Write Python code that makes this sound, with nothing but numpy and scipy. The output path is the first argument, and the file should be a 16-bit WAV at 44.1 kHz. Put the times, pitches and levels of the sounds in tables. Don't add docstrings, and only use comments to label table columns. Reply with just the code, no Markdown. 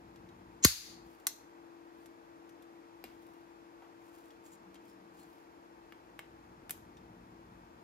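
import sys
import numpy as np
from scipy import signal
from scipy.fft import rfft, irfft
from scipy.io import wavfile
from scipy.ndimage import uniform_filter1d, minimum_filter1d

SR = 44100
rng = np.random.default_rng(int(sys.argv[2]) if len(sys.argv) > 2 else 0)


def transcribe(signal):
    frames = np.atleast_2d(signal).T
    limited = np.clip(frames, -1, 1)
    pcm = np.round(limited * 32767).astype(np.int16)
    wavfile.write(sys.argv[1], SR, pcm)


N = 345303
TIME_S, FREQ_HZ = np.arange(N) / SR, np.fft.rfftfreq(N, 1 / SR)
SNAP_S = 0.6508
BODY_HZ, SNAP_HZ, FIZZ_HZ = 760, 5460, 10984


def amp(db):
    return 10 ** (np.asarray(db) / 20)


def unit_rms(x):
    return x / np.sqrt(np.mean(x ** 2) + 1e-20)


def unit_hit(x):
    return x * np.sqrt(SR * .005 / (np.sum(x ** 2) + 1e-20))


def curve(points, hz=FREQ_HZ):
    point_hz, value = np.transpose(points)
    return np.interp(np.log(hz + 1), np.log(point_hz + 1), value)


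def add(mix, start_s, sound):
    part = mix[max(round(start_s * SR), 0):][:len(sound)]
    part += sound[:len(part)]


def colour(x, spectrum):
    return irfft(rfft(x) * amp(curve(spectrum)), N)


def pulse(spectrum_db):
    log_gain = np.log(amp(np.r_[spectrum_db, spectrum_db[-2:0:-1]]))
    return np.fft.ifft(np.exp(np.conj(signal.hilbert(log_gain)))).real


def drift(rate_hz, step=256):
    count = N // step + 2
    hz = np.fft.rfftfreq(count, step / SR)
    slow = irfft(rfft(rng.standard_normal(count)) * np.exp(-(hz / rate_hz) ** 2), count)
    return unit_rms(np.interp(np.arange(N) / step, np.arange(count), slow))


def bump(middle_s, length_s):
    return np.exp(-(2 * (TIME_S - middle_s) / length_s) ** 2)


def decay(t, t60):
    return np.exp(-np.log(1000) * t / t60)


def ring(modes):
    t = TIME_S[:SR]
    return unit_hit(sum(amp(db) * decay(t, t60) * np.sin(2 * np.pi * (hz * t + rng.random()))
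                        for hz, db, t60 in modes))


def fracture(decay_ms, break_ms=0.46, size=4096):
    ms = np.arange(size) * 1000 / SR
    shower = rng.standard_normal(size) * (np.exp(-ms / decay_ms) + np.exp(-ms / break_ms))
    broad_db = 10 * np.log10(uniform_filter1d(abs(rfft(shower)) ** 2, size=51) + 1e-9)
    return signal.fftconvolve(shower, pulse(-broad_db))[:size]


# frequency in Hz, gain in dB.
CLICK_SPECTRUM = [(100, -15.5), (300, -10.5), (900, 2), (3500, 5), (5000, 0), (7500, 5), (9500, 1),
                  (13500, -1.5), (16000, -15.5)]

def click(decay_ms, tone, ring_db, modes, size=2048):
    hz = np.fft.rfftfreq(size, 1 / SR)
    out = amp(ring_db) * ring(modes)
    crack = pulse(curve(CLICK_SPECTRUM, hz) + curve(tone, hz))
    add(out, 0, unit_hit(signal.fftconvolve(fracture(decay_ms), crack)))
    return out


# frequency in Hz, relative level in dB, T60 in seconds.
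PANEL_MODES = [(1060, -9, .022), (1250, -15, .025), (1500, -4, .04), (2095, -2, .03), (2600, -12, .02),
               (4080, -1, .026), (4340, 4, .028), (4850, -3, .022), (5100, -3, .025), (6190, 1, .022),
               (6500, -5, .022), (7850, -6, .022), (10100, -1, .015), (12100, -4, .01)]
# start in seconds, level in dB, decay in ms, then body, fizz and ring in relative dB.
PANEL_CRACKS = [(0.6482, -10, 2.6, -8.5, 4.5, -9), (0.651, -15.5, 0.89, -8, -1.5, 2.5),
                (0.6528, -21, 0.74, -3, 0.5, 0.5), (1.2688, -25, 3, -5, 5, -8.5)]

def panel(clack_hz=1500, hollow_hz=3002):
    out = np.zeros(N)
    for start_s, db, decay_ms, body_db, fizz_db, ring_db in PANEL_CRACKS:
        tone = [(350, body_db - 9.5), (BODY_HZ, body_db), (clack_hz, body_db + 2),
                (hollow_hz, -9.5), (SNAP_HZ, 0), (FIZZ_HZ, fizz_db)]
        add(out, start_s, amp(db) * click(decay_ms, tone, ring_db, PANEL_MODES))
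    return out


# frequency in Hz, gain in dB.
CREAK_SPECTRUM = [(1000, -36), (1800, -24), (3500, -17), (3800, -26), (4120, -7), (4700, -30), (5600, -7),
                  (5950, -14), (6400, 0), (7100, -2), (7700, -12), (8500, -38)]
# frequency in Hz, relative level in dB, T60 in seconds.
CUTTER_MODES = [(3537, -6, .3), (4345, 0, .4), (4877, -6, .35), (6535, 3, .25)]

def cutters(bite_s=.6253, hard_slip_s=.6405, break_s=.648, slips_per_s=594, growth_s=.0056, ring_db=-28):
    out = np.zeros(N)
    slip = pulse(curve(CREAK_SPECTRUM, np.fft.rfftfreq(4096, 1 / SR)))
    slip /= abs(slip).max()
    for slip_s in np.arange(bite_s, break_s, 1 / slips_per_s):
        is_hard = abs(slip_s - hard_slip_s) < .5 / slips_per_s
        force = amp(-7.5 + 6 * is_hard + rng.standard_normal()) * np.exp((slip_s - break_s) / growth_s)
        jitter_s = (rng.random() - .5) / slips_per_s
        add(out, slip_s + jitter_s, force * slip)
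    add(out, SNAP_S, amp(ring_db) * ring(CUTTER_MODES))
    return out


# start in seconds, level in dB, first and last pitch in Hz, decay in ms.
CASE_THUMPS = [(0.6497, -11, 483.8, 60, 13), (3.0396, -49, 730, 221, 14)]

def case_thumps(sag_ms=4.5, rise_ms=1.0):
    out = np.zeros(N)
    ms = np.arange(8192) * 1000 / SR
    for start_s, db, first_hz, last_hz, decay_ms in CASE_THUMPS:
        cycles = np.cumsum(last_hz + (first_hz - last_hz) * np.exp(-ms / sag_ms)) / SR
        envelope = (1 - np.exp(-ms / rise_ms)) * np.exp(-ms / decay_ms)
        add(out, start_s, amp(db) * unit_hit(envelope * np.sin(2 * np.pi * cycles)))
    return out


# frequency in Hz, gain in dB.
WALL_SPECTRUM = [(500, -22.5), (1100, -14), (2100, -7.5), (3250, -7.5), (3600, -4.5), (4500, 3), (5600, -4),
                 (6600, 1), (8500, -12), (10000, -4), (13800, -7), (15500, -16.5)]
# frequency in Hz, T60 in seconds.
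WALL_T60 = [(4500, .43), (12000, 0.34)]

def case_walls(level_db=-15.0, rise_s=0.0091):
    hiss = unit_rms(colour(rng.standard_normal((2, N)), WALL_SPECTRUM))
    hz, frame_s, bands = signal.stft(hiss, SR, nperseg=256)
    bands *= decay(np.maximum(frame_s - SNAP_S, 0), curve(WALL_T60, hz)[:, None])
    onset = 1 - np.exp(-np.maximum(TIME_S - SNAP_S, 0) / rise_s)
    return amp(level_db) * onset * signal.istft(bands, SR, nperseg=256)[1][:, :N]


# frequency in Hz, gain in dB.
DEEP_SPECTRUM = [(15, -27), (32, -13), (48, 4.5), (100, 1), (150, 0), (250, -17), (600, -51)]

def case_shudder(level_db=-36, t60_s=.3):
    envelope = (TIME_S > SNAP_S) * decay(abs(TIME_S - SNAP_S), t60_s)
    return amp(level_db) * envelope * unit_rms(colour(rng.standard_normal(N), DEEP_SPECTRUM))


def contact(decay_ms, body_db, clack_db, fizz_db, ring_db, modes, clack_hz=2520):
    tone = [(BODY_HZ, body_db), (clack_hz, clack_db), (SNAP_HZ, 0), (FIZZ_HZ, fizz_db)]
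    return click(decay_ms, tone, ring_db, modes)


# frequency in Hz, relative level in dB, T60 in seconds.
STRIP_MODES = [(720, 1, 0.028), (2370, 4, 0.014), (2760, -1, 0.022), (4000, -7, .02), (5018, -4, 0.02),
               (7600, -3, 0.015), (13200, 5, 0.004)]
TICK_MODES = [(3050, -6, .03), (3500, 0, .05), (5340, -6, .025)]
# start in seconds, level in dB, then body, fizz and ring in relative dB.
STRIP_KNOCKS = [(3.0403, -53, 9, 12, 7.5), (5.923, -50.5, 21, 4, -11), (6.192, -41, 20, 7.5, -9.5),
                (6.6953, -42, 11.5, 13, -6), (6.7077, -33.5, -0.5, 15.5, -25)]
# start in seconds, level in dB, fizz and ring in relative dB, pitch ratio of the ring.
PLASTIC_TICKS = [(0.159, -62.5, -4.5, -4, 0.96), (0.29, -66.5, -8, -1.5, 1.1), (1.2, -64.5, 3, -17, 1.3),
                 (2.059, -58, 3, -19, 1), (2.493, -63.5, 2.5, -7, 1.7), (2.623, -64, 7, -7.5, 1),
                 (4.3058, -62.5, -16.5, -7, 0.94), (4.744, -59, -1, -11, 1.1), (4.755, -62, -9, -2, .9),
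                 (6.9702, -63.5, -8, 0.5, 1.04)]
# start in seconds, level in dB, decay in ms, then body, clack and fizz in relative dB.
STRIP_SCUFFS = [(3.048, -54, 46, 6, 10, -1), (3.822, -52, 46, 33, 14, -3.5)]

def handling(knock_ms=1.8, tick_ms=5, tick_body_db=-6.5, tick_clack_db=2, scuff_ring_db=-20):
    out = np.zeros(N)
    for start_s, db, body_db, fizz_db, ring_db in STRIP_KNOCKS:
        knock = contact(knock_ms, body_db, body_db + 2.5, fizz_db, ring_db, STRIP_MODES)
        add(out, start_s, amp(db) * knock)
    for start_s, db, fizz_db, ring_db, pitch in PLASTIC_TICKS:
        modes = [(hz * pitch, mode_db, t60) for hz, mode_db, t60 in TICK_MODES]
        tick = contact(tick_ms, tick_body_db, tick_clack_db, fizz_db, ring_db, modes)
        add(out, start_s, amp(db) * tick)
    for start_s, db, decay_ms, body_db, clack_db, fizz_db in STRIP_SCUFFS:
        scuff = contact(decay_ms, body_db, clack_db, fizz_db, scuff_ring_db, STRIP_MODES)
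        add(out, start_s, amp(db) * scuff)
    return out


# frequency in Hz, gain in dB.
HISS_SPECTRUM = [(800, -27), (2500, 15.5), (4500, 9.5), (7300, 4), (10000, 12), (13500, 8.5), (15500, 4)]
SCRAPE_SPECTRUM = [(800, -28), (3000, -10), (4300, -3), (5200, 0), (6000, 2), (7200, 21), (9000, 8),
                   (15000, -8)]
# middle in seconds, length in seconds, level in dB.
FINGER_RUBS = [(1.124, 0.17, -71), (2.015, 0.15, -73.5), (3.265, 0.36, -75), (4.175, 0.31, -70),
               (4.468, 0.05, -61), (4.53, 0.041, -61), (4.887, 0.11, -71), (5.198, 0.1, -65.5),
               (5.35, 0.24, -75)]

def finger_rubs(slips_per_s=2500, catch_db=2.5, light_db=-79, firm_db=-51):
    out = np.zeros(N)
    sizes = rng.choice([-1, 1], N) * np.minimum(rng.exponential(1, N), 5)
    slips = sizes * (rng.random(N) < slips_per_s / SR)
    slips *= amp(catch_db * drift(70))
    hiss = unit_rms(colour(slips, HISS_SPECTRUM))
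    scrape = unit_rms(colour(slips, SCRAPE_SPECTRUM))
    for middle_s, length_s, db in FINGER_RUBS:
        firmness = np.clip((db - light_db) / (firm_db - light_db), 0, 1)
        out += amp(db) * bump(middle_s, length_s) * ((1 - firmness) * hiss + firmness * scrape)
    return out


# middle in seconds, length in seconds, pitch in Hz, level in dB.
FINGER_SQUEAKS = [(4.534, 0.028, 7140, -66), (4.9, 0.051, 5180, -76), (5.217, .04, 4260, -73)]

def finger_squeaks(width_hz=280):
    waver = drift(width_hz, step=32) + 1j * drift(width_hz, step=32)
    return sum(amp(db) * bump(middle_s, length_s) * (waver * np.exp(2j * np.pi * hz * TIME_S)).real
               for middle_s, length_s, hz, db in FINGER_SQUEAKS)


# frequency in Hz, gain in dB.
ROOM_SPECTRUM = [(100, -14), (600, -6.5), (1500, 1), (4500, 2.5), (6500, 1.5), (8700, -11.5), (13500, -2),
                 (15500, -17)]
# frequency in Hz, T60 in seconds.
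ROOM_T60 = [(100, .12), (500, .15), (2500, .27), (5000, .36), (13000, .33)]

def room(x, tail_db=-14, early_db=-7, early_decay_s=0.0084):
    t = TIME_S[:SR]
    hz, frame_s, bands = signal.stft(rng.standard_normal((2, SR)), SR, nperseg=256)
    bands *= amp(curve(ROOM_SPECTRUM, hz))[:, None] * decay(frame_s, curve(ROOM_T60, hz)[:, None])
    tail = signal.istft(bands, SR, nperseg=256)[1][:, :SR] * np.clip(t / 0.0082 - .5, 0, 1)
    echoes = rng.standard_normal((2, SR)) * (rng.random((2, SR)) < .1)
    early = echoes * (t > .002) * np.exp(-t / early_decay_s)
    response = sum(amp(db) * part / np.linalg.norm(part, axis=1, keepdims=True)
                   for db, part in [(tail_db, tail), (early_db, early)])
    return signal.fftconvolve(x[None], response, axes=1)[:, :N]


# frequency in Hz, gain in dB.
RUSH_SPECTRUM = [(15, -45), (32, -30.5), (55, -14.5), (100, -15.5), (200, -15.5), (320, -2.5), (410, -11),
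                 (560, -10.5), (900, -6.5), (1150, -10.5), (3800, -29.5), (6700, -33), (8700, -39),
                 (14200, -38.5), (15300, -67.5)]
# frequency in Hz, left-right correlation.
RUSH_CORRELATION = [(60, 0.24), (290, 0.95), (900, 0.69), (2500, 0.31), (7000, 0.22), (12000, 0.16)]

def fan_rush(level_db=-59.0):
    direct, scattered = rfft(rng.standard_normal((2, N)))
    correlation = curve(RUSH_CORRELATION)
    right = correlation * direct + np.sqrt(1 - correlation ** 2) * scattered
    pair = irfft(np.array([direct, right]), N)
    return amp(level_db) * unit_rms(colour(pair, RUSH_SPECTRUM))


# frequency in Hz, relative level in dB, share of the swell and dip.
FAN_TONES = [(290.7, -74.5, 0.67), (336.4, -63, 0.82), (455.4, -69, 0.12), (922, -78, 0.15)]

def fan_hum(gain_db=-4.0, wander=0.0012, flutter_db=.7, swell_db=9.5, dip_db=-13):
    contour_db = swell_db * bump(middle_s=2.5, length_s=6.2) + dip_db * bump(middle_s=1.3, length_s=0.31)
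    clock_s = np.cumsum(1 + wander * drift(1.7)) / SR
    tones = sum(amp(db + share * contour_db + flutter_db * drift(2)) * np.sin(2 * np.pi * hz * clock_s)
                for hz, db, share in FAN_TONES)
    return np.sqrt(2) * amp(gain_db) * tones


def fan(ripple_db=1.5, left_lead_s=.00043, hum_lean_db=6):
    ripple = unit_rms(uniform_filter1d(rng.standard_normal(len(FREQ_HZ)), size=500))
    ripple *= np.clip(FREQ_HZ / 2500, 0, 1)
    rush = rfft(fan_rush()) * amp(ripple_db * ripple)
    hum = rfft(fan_hum()) * amp([[hum_lean_db / 2], [-hum_lean_db / 2]])
    left, right = rush + hum
    delay = np.exp(-2j * np.pi * FREQ_HZ * left_lead_s)
    return irfft(np.array([left, right * delay]), N)


# frequency in Hz, level in dB relative to the deep noise.
MAINS_TONES = [(60, -11), (120, -7), (182, -5.5), (242, -3)]
# frequency in Hz, gain in dB.
UPPER_SPECTRUM = [(50, -33), (130, -12), (185, 8), (250, -4), (310, 5), (420, -11.5), (800, -51)]
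# start, end and fade in seconds, then deep and upper gain in dB.
RUMBLE_SPELLS = [(0, 1.109, 0.013, -67.5, -67), (3.013, 3.2, 0.032, -76, -89),
                 (4.546, 5.293, 0.021, -98, -67.5), (6.495, 7.794, 0.31, -64, -63)]

def rumble(floor_deep_db=-82, floor_upper_db=-77, wander=0.00779):
    mains = sum(amp(db) * np.sin(2 * np.pi * np.cumsum(hz * (1 + wander * drift(5.6))) / SR)
                for hz, db in MAINS_TONES)
    deep = unit_rms(colour(rng.standard_normal(N), DEEP_SPECTRUM)) + np.sqrt(2) * mains
    upper = unit_rms(colour(rng.standard_normal(N), UPPER_SPECTRUM))
    out = amp(floor_deep_db) * deep + amp(floor_upper_db) * upper
    for start_s, end_s, fade_s, deep_db, upper_db in RUMBLE_SPELLS:
        rise = np.tanh((TIME_S - start_s) / (2 * fade_s))
        fall = np.tanh((TIME_S - end_s) / (2 * fade_s))
        out += (rise - fall) / 2 * (amp(deep_db) * deep + amp(upper_db) * upper)
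    return out


# frequency in Hz, phase lead of the left port in radians.
PORT_PHASE = [(300, .1), (1500, .3), (3700, 1.4), (5000, .9), (6000, -.8), (8000, -3.1), (10000, -4.1),
              (14000, -6.28)]

def mic_ports(x):
    half_shift = np.exp(.5j * curve(PORT_PHASE))
    return irfft(rfft(x) * np.array([half_shift, half_shift.conj()]), N)


def scene():
    work = panel() + handling() + cutters() + finger_rubs() + finger_squeaks()
    direct = mic_ports(work + case_thumps() + case_shudder())
    return direct + case_walls() + room(work) + fan() + rumble()


def gain_control(x, threshold_db=-28, slope=.66, hold_s=.1, recover_db_per_s=135, lag_s=.016):
    power_db = 10 * np.log10(abs(uniform_filter1d((x ** 2).mean(0), size=400)) + 1e-12)
    half_hold = round(hold_s * SR / 2)
    held_db = -minimum_filter1d(-power_db, 2 * half_hold + 1, origin=half_hold)
    fall_db = TIME_S * recover_db_per_s
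    detector_db = np.maximum.accumulate(held_db + fall_db) - fall_db
    over_db = np.maximum(detector_db - threshold_db, 0)
    pole = np.exp(-1 / (lag_s * SR))
    return x * amp(-slope * signal.lfilter([1 - pole], [1, -pole], over_db))


# frequency in Hz, left minus right level in dB.
PORT_BALANCE = [(100, 2), (1200, 2.5), (2200, 0.5), (5000, 5), (7000, 2), (9000, 0)]

def record(dry, ceiling=.8, cutoff_hz=15900):
    lean_db = curve(PORT_BALANCE) / 2
    heard = irfft(rfft(dry) * amp([lean_db, -lean_db]), N)
    limited = ceiling * np.tanh(gain_control(heard) / ceiling)
    lowpass = signal.firwin(255, cutoff_hz, window=("kaiser", 9), fs=SR)
    return signal.oaconvolve(limited, lowpass[None], "same")


dry = scene()
out = record(dry)
transcribe(out)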